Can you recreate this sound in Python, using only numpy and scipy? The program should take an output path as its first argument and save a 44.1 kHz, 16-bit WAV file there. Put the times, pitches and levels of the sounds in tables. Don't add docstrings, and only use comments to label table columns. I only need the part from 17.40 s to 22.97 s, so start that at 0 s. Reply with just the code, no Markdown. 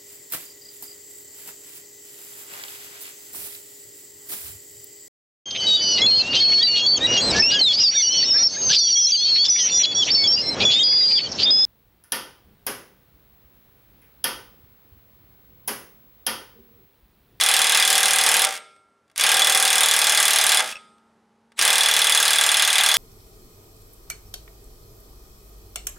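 import sys
import numpy as np
from scipy import signal
from scipy.fft import rfft, irfft, next_fast_len
from scipy.io import wavfile
from scipy.ndimage import uniform_filter1d, minimum_filter1d

SR = 44100
rng = np.random.default_rng(int(sys.argv[2]) if len(sys.argv) > 2 else 0)


def store_wav(level_fs):
    pcm = np.round(np.clip(np.atleast_2d(level_fs), -1, 1) * 32767)
    wavfile.write(sys.argv[1], SR, pcm.T.astype(np.int16))


N = 245637

# trigger pulled t/s, blow level/dB (relative), motor level/dB,
# first lug's favour of the socket's ring/dB (the second lug gets the opposite)
RUNS = [(-.1, -20, -22.5, 1.5), (1.755, -21, -25, 2.5), (4.163, -22, -24.5, -6)]
# t/s, rate/blows per s
BLOW_RATE = [
    [(0.0104, 39.04), (.25, 38.38), (.62, 39.02), (.85, 38.39), (1.03, 38.64)],
    [(1.8099, 35.65), (1.89, 38.63), (2.0, 39.03), (2.75, 37.88), (3.18, 37.56)],
    [(4.2229, 35.36), (4.28, 38.52), (4.45, 38.18), (5.0, 38.03), (5.35, 37.46), (5.57, 38.11)],
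]
# t/s, drum's boom level/dB, mid clang level/dB
STEEL_COLOUR = [(0.01, -3.5, 2), (.42, -2.5, 2.5), (.6, -0.5, -14), (1.03, 1.5, -6), (1.85, 1.5, 2.5),
                (2.2, 0, -1.5), (2.8, -2.5, 0.5), (3.18, 1, -2), (4.25, 1, 2.5), (4.7, -3.5, 0.5),
                (5.2, -4, 4.5), (5.55, -3, 3)]
# t/s, level/dB (relative)
SOCKET_SEAT = [
    [(0.01, -26), (0.282, -27), (0.316, -33), (0.428, -23), (0.626, -34), (1.01, -32), (1.02, -29)],
    [(1.81, -27), (1.97, -35), (2.008, -22), (2.176, -30), (2.812, -29), (3.038, -34), (3.18, -26)],
    [(4.25, -32), (4.278, -23), (4.386, -32), (4.408, -23), (4.824, -27), (5.114, -25), (5.55, -29)],
]
# f/Hz, level/dB (relative), t60/s
SOCKET_MODES = [(3411, 0, .065), (3745, -10, .04)]
BLOW_SPREAD_DB, RING_SPREAD_DB = .6, 2.2
USUAL_SEAT_DB, SOCKET_OVER_DB = -28, 0.5
PERIOD_S = 1 / 38


def hammering(body, blow_db=10.5, lug_own=0.12, radiate_hz=1500):
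    steel, socket = 0, 0
    runs = [blow_times(rate) for rate in BLOW_RATE]
    lopsided = steel_response()
    for lug, sign in enumerate([1, -1]):
        blows = []
        for run_times, (_, run_db, _, run_favour) in zip(runs, RUNS):
            blows += [(s, run_db, run_favour) for s in run_times[lug::2]]
        times, db, favour = np.transpose(blows)
        db = db + blow_db + BLOW_SPREAD_DB * rng.standard_normal(len(times))
        boom, clang = curve(STEEL_COLOUR, times)
        force = contacts(times, db + clang, boom - clang, -clang)
        response = np.sqrt(1 - lug_own) * body + sign * np.sqrt(lug_own) * lopsided
        steel = steel + convolve(force * np.sqrt(PERIOD_S * SR), response)
        seat_db = curve(np.vstack(SOCKET_SEAT), times)[0] - USUAL_SEAT_DB
        ring_db = db + SOCKET_OVER_DB + seat_db + sign * favour
        for hz, mode_db, t60 in SOCKET_MODES:
            chance_db = RING_SPREAD_DB * rng.standard_normal(len(times))
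            socket = socket + struck(times, ring_db + mode_db + chance_db, hz, t60)
    return steel + butter(socket, radiate_hz, "high")


def blow_times(run, jitter_s=.00009):
    s = np.arange(run[0][0], run[-1][0], 1 / SR)
    half_turns = np.cumsum(curve(run, s)[0]) / SR
    times = np.interp(np.arange(int(half_turns[-1]) + 1), half_turns, s)
    return times + rng.normal(0, jitter_s, len(times))


# f/Hz, level/dB per Hz (relative)
CLANG = [(30, -49.5), (110, -32), (190, -15.5), (300, -18), (500, -3.5), (900, 1), (1030, -4.5), (1250, 0),
         (1900, 3), (3000, 3), (5900, -2), (10600, 0.5), (12000, -11), (16000, -26)]
# f/Hz, t60/s
CLANG_T60 = [(100, .12), (700, 0.21), (2000, 0.088), (5000, 0.084), (9000, 0.041), (15000, .055)]
# f/Hz, width/Hz, level above the clang/dB
STEEL_PEAKS = [(775, 8.3, 8.5), (1158, 66, 8), (1624, 50, 8.5), (2052, 32, 8.5), (2250, 35, 1),
               (3385, 45, 11.5), (3682, 42, 7), (4930, 45, 6), (5494, 45, 6.5), (6430, 12, 10),
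               (7030, 70, 4.5), (8860, 90, 6), (8720, 90, 3.5), (10260, 130, 6.5), (10600, 100, 2.5),
               (12700, 70, 15), (15000, 80, 5)]
# f/Hz, level/dB per Hz (relative)
CRACK = [(100, -49), (2000, -15.5), (6000, -9.5), (8500, -5), (11000, -7.5), (12500, -14.5), (16000, -13)]
# f/Hz, t60/s
CRACK_T60 = [(2000, 0.027), (15000, .018)]


def steel_response(crack_db=-7.0):
    crack = from_db(crack_db) * dense_ring(CRACK, CRACK_T60)
    return crack + dense_ring(CLANG, CLANG_T60, STEEL_PEAKS)


def contacts(times, db, boom_db, crack_db, scrape_db=-3.5, scrape_s=.0024, scrape_hz=4000, size=512):
    t = np.arange(size) / SR
    scrape = rng.standard_normal((len(times), size)) * np.exp(-t / scrape_s)
    scrape = butter(scrape, scrape_hz, "high", order=1)
    scrape = scrape / np.linalg.norm(scrape, axis=1, keepdims=True)
    force = (t == 0) + from_db(scrape_db) * scrape
    force = force + (from_db(boom_db) - 1)[:, None] * butter(force, 1100, "low", order=1)
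    force = force + (from_db(crack_db) - 1)[:, None] * butter(force, 4400, "high", order=1)
    out = np.zeros(N + size)
    for s, push in zip(times, force * from_db(db)[:, None]):
        start = int(np.clip(s * SR, 0, N))
        out[start:start + size] += push
    return out[:N]


# t/s, level/dB (relative), crack level/dB (relative)
GLANCES = [(1.041, 6, -19), (1.048, 7, 1), (1.76, -17, -7.5), (1.778, -13, 8.5), (1.797, -1.5, -12.5),
           (3.194, 4, -26), (3.204, 1, -9), (4.191, 1, -19), (4.197, -9, -13), (4.213, 6, -17)]


def glances_and_rattle(body):
    rows = GLANCES + rattle()
    return light_hits(rows, body, level_db=13.5, boom_db=-6.5, crack_db=-3.0, damp_t60=0.064)


# release t/s, gap to first touch/s, first touch level/dB (relative)
RELEASES = [(1.048, .0215, -7.5), (3.203, .0206, -10)]
RATTLE_SHRINK_S = .0016
RATTLE_FADE_DB_PER_S, RATTLE_CRACK_DB = 103, -8.5


def rattle(count=8):
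    rows = []
    for release, gap, db in RELEASES:
        delays = np.cumsum(gap - RATTLE_SHRINK_S * np.arange(count))
        rows += [(release + s, db - RATTLE_FADE_DB_PER_S * (s - gap), RATTLE_CRACK_DB) for s in delays]
    return rows


def light_hits(rows, body, level_db, boom_db, crack_db, damp_t60):
    times, db, crack = np.transpose(rows)
    force = contacts(times, db + level_db, np.full(len(times), boom_db), crack + crack_db)
    return convolve(force, body * fade(np.arange(body.shape[1]) / SR, damp_t60))


# f/Hz, t60/s, level/dB at first release, level/dB at second (both relative)
HUB_MODES = [(399, 2.5, -64, -70), (608, .93, -51, -58), (1260, .86, -43, -37), (1367, 1.15, -41, -48),
             (1604, .8, -54, -56), (2176, .85, -45, -66), (3661, .75, -58, -53), (8327, .68, -50, -51),
             (8333, .68, -44, -45)]
# t/s, level/dB (relative)
CHINKS = [(3.326, -29), (3.356, -30), (3.368, -33)]
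# f/Hz, level/dB (relative), t60/s
CHINK_MODES = [(2620, 2, 0.038), (2800, -12, .04), (5460, -5.5, 0.019)]


def after_ring(hub_db=1.0):
    times, db = np.transpose(CHINKS)
    releases = [s for s, _, _ in RELEASES]
    hub = sum(struck(releases, levels, hz, t60) for hz, t60, *levels in HUB_MODES)
    chinks = sum(struck(times, db + mode_db, hz, t60) for hz, mode_db, t60 in CHINK_MODES)
    return from_db(hub_db) * hub + chinks


# f/Hz, level/dB per Hz (relative)
MOTOR_COLOUR = [(60, -20), (400, -9.5), (1000, -5.5), (2200, 3), (5000, -3.5), (10000, -5.5), (16000, -21)]
# f/Hz, level/dB
WHINE = [(3950, -60.5), (7900, -59.5)]
WHINE_S, SPIN_UP_S = 0.023, 0.04
COAST_DB, COAST_S, BRAKE_DB_PER_S = -35.5, 0.11, 499


def motor(t):
    whirr, whining = 0, 0
    let_go_times = [s for s, _, _ in RELEASES] + [np.inf]
    for (pulled, _, db, _), let_go in zip(RUNS, let_go_times):
        speed = np.clip((t - pulled) / SPIN_UP_S, 0, 1)
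        coasting_db = COAST_DB - BRAKE_DB_PER_S * np.maximum(t - let_go - COAST_S, 0)
        whirr = whirr + speed ** 2 * from_db(np.where(t < let_go, db, coasting_db))
        whining = whining + (t > pulled) * (t < pulled + WHINE_S)
    whine = sum(from_db(db) * np.sin(2 * np.pi * hz * t) for hz, db in WHINE)
    return whirr * noise(MOTOR_COLOUR, N) + whining * whine


# t/s, level/dB (relative), crack level/dB (relative)
TICKS = [(1.3624, -40.5, -35), (1.6794, -51, -14.5), (1.699, -40.5, -27), (1.7144, -44, -12),
         (3.5824, -46, -20), (4.1195, -36, -28)]


def ticks(body):
    return light_hits(TICKS, body, level_db=6.0, boom_db=14.0, crack_db=10.0, damp_t60=0.061)


# f/Hz, level/dB per Hz (relative)
ROOM = [(60, -7.5), (500, 13), (2000, 9.5), (5000, 0), (10500, -9.5), (13000, -24.5)]
# f/Hz, t60/s
ROOM_T60 = [(100, 0.91), (1000, 0.34), (4000, 0.5), (9000, 0.52), (15000, 0.61)]


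def garage(x, room_db=-21.0, build_s=0.0017, size=44100):
    build = 1 - np.exp(-np.arange(size) / SR / build_s)
    return from_db(room_db) * convolve(x.mean(0), dense_ring(ROOM, ROOM_T60, size=size) * build)


# f/Hz, level/dB (relative)
HUM = [(199.2, -9.5), (226.5, -1.5), (400, -11), (452.5, -12), (829, -9), (910, -10)]
# t/s, level/dB
HUM_DB = [(0, -64), (1.7, -85), (3.2, -63.5), (3.6, -65), (4.1, -66.5), (5.57, -66)]
# f/Hz, level/dB per Hz (relative)
AIR = [(25, -24), (80, -7), (200, -2.5), (500, -4.5), (1300, -7.5), (2500, -17.5), (6000, -24.5),
       (10500, -29.5), (13000, -40), (16000, -50.5)]
# t/s, level/dB
AIR_DB = [(0, -60.5), (1.7, -68.5), (3.6, -64.5), (4.1, -68), (5.57, -63)]


def background(t):
    waver = np.interp(t, np.linspace(0, t[-1], num=40), rng.normal(0, .007, size=40))
    clock = t + np.cumsum(waver) / SR
    hum = 0
    for hz, db in HUM:
        hum = hum + np.sqrt(2) * from_db(db) * np.sin(2 * np.pi * (hz * clock + rng.random()))
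    air = noise(AIR, N)
    return from_db(curve(HUM_DB, t)[0]) * hum + from_db(curve(AIR_DB, t)[0]) * air


def microphones(x, narrow_hz=380, side_db=-2.0, balance_db=-0.35):
    side = from_db(side_db) * butter((x[0] - x[1]) / 2, narrow_hz, "high")
    return (x.mean(0) + side * [[1], [-1]]) * from_db([[balance_db / 2], [-balance_db / 2]])


def limiter(x, ceiling_db=-4.0, release_db_per_s=395.5, ahead_s=0.0025):
    t, ahead = np.arange(N) / SR, max(int(ahead_s * SR), 2)
    over = np.maximum(20 * np.log10(np.abs(x).max(0) + 1e-9) - ceiling_db, 0)
    over = -minimum_filter1d(-over, ahead, origin=-(ahead // 2))
    held = np.maximum.accumulate(over + release_db_per_s * t) - release_db_per_s * t
    return x * from_db(-uniform_filter1d(held, ahead // 2 + 1))


def struck(times, db, hz, t60):
    clicks = np.zeros(N)
    clicks[np.clip(np.asarray(times) * SR, 0, N - 1).astype(int)] = from_db(db)
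    r, w = fade(1 / SR, t60), 2 * np.pi * hz / SR
    return signal.lfilter([0, np.sin(w)], [1, -2 * r * np.cos(w), r * r], clicks + 1e-18)


def dense_ring(colour, t60s, resonances=(), size=8192):
    t, hz = np.arange(size) / SR, np.fft.rfftfreq(size, 1 / SR)
    whole, out = rfft(noise(colour, size)), 0
    centres = np.geomspace(100, 16000, 9)
    for centre, share in zip(centres, np.eye(len(centres))):
        decay = fade(t, at_hz(t60s, centre))
        band = irfft(whole * at_hz(np.c_[centres, share], hz), size)
        out = out + band * decay / np.linalg.norm(decay)
    return evened(out, colour, resonances)


def evened(x, colour, resonances, width_hz=45):
    size = x.shape[1]
    whole, hz = rfft(x), np.fft.rfftfreq(size, 1 / SR)
    peaks = 1
    for centre, width, db in resonances:
        peaks = peaks + (from_db(2 * db) - 1) / (1 + (2 * (hz - centre) / width) ** 2)
    power = uniform_filter1d(np.mean(np.abs(whole) ** 2, 0), max(int(width_hz * size / SR), 1))
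    gain = from_db(at_hz(colour, hz)) * np.sqrt(peaks / (np.abs(power) + 1e-18))
    cepstrum = irfft(np.log(gain), size)
    causal = 2 * cepstrum * (np.arange(size) < size // 2)
    out = irfft(whole * np.exp(rfft(causal)), size)
    return out / np.sqrt(np.sum(out ** 2) / 2)


# f/Hz, side minus mid level/dB, ahead of the microphones
SIDE = [(100, -36.5), (250, -25.5), (500, -19.5), (1200, -16), (5000, -17), (9000, -22), (13000, -44.5)]


def noise(colour, size):
    length = next_fast_len(size)
    hz = np.fft.rfftfreq(length, 1 / SR)
    mid, side = np.exp(2j * np.pi * rng.random((2, len(hz)))) * from_db(at_hz(colour, hz))
    stereo = mid + side * from_db(at_hz(SIDE, hz)) * [[1], [-1]]
    x = irfft(stereo, length)[:, :size]
    return x / x.std()


def from_db(db):
    return 10 ** (np.asarray(db) / 20)


def curve(rows, s):
    knots, *columns = np.transpose(rows)
    return [np.interp(s, knots, c) for c in columns]


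def at_hz(points, hz):
    knots, values = np.array(points)[:, 0], np.array(points)[:, 1]
    return np.interp(np.log(np.maximum(hz, 1)), np.log(knots), values)


def butter(x, hz, kind, order=2):
    return signal.sosfilt(signal.butter(order, hz, kind, fs=SR, output="sos"), x + 1e-18)


def convolve(x, response):
    return signal.oaconvolve(np.atleast_2d(x), np.atleast_2d(response), axes=-1)[:, :N]


def fade(t, t60):
    return np.exp(-np.log(1000) * t / t60)


def scene():
    t = np.arange(N) / SR
    body = steel_response()
    wrench = hammering(body) + glances_and_rattle(body) + motor(t) + ticks(body)
    return wrench + garage(wrench) + after_ring() + background(t)


def record(dry):
    top_cut = signal.ellip(12, .1, 80, 15800, fs=SR, output="sos")
    return signal.sosfilt(top_cut, limiter(microphones(dry)))


dry = scene()
out = record(dry)
store_wav(out)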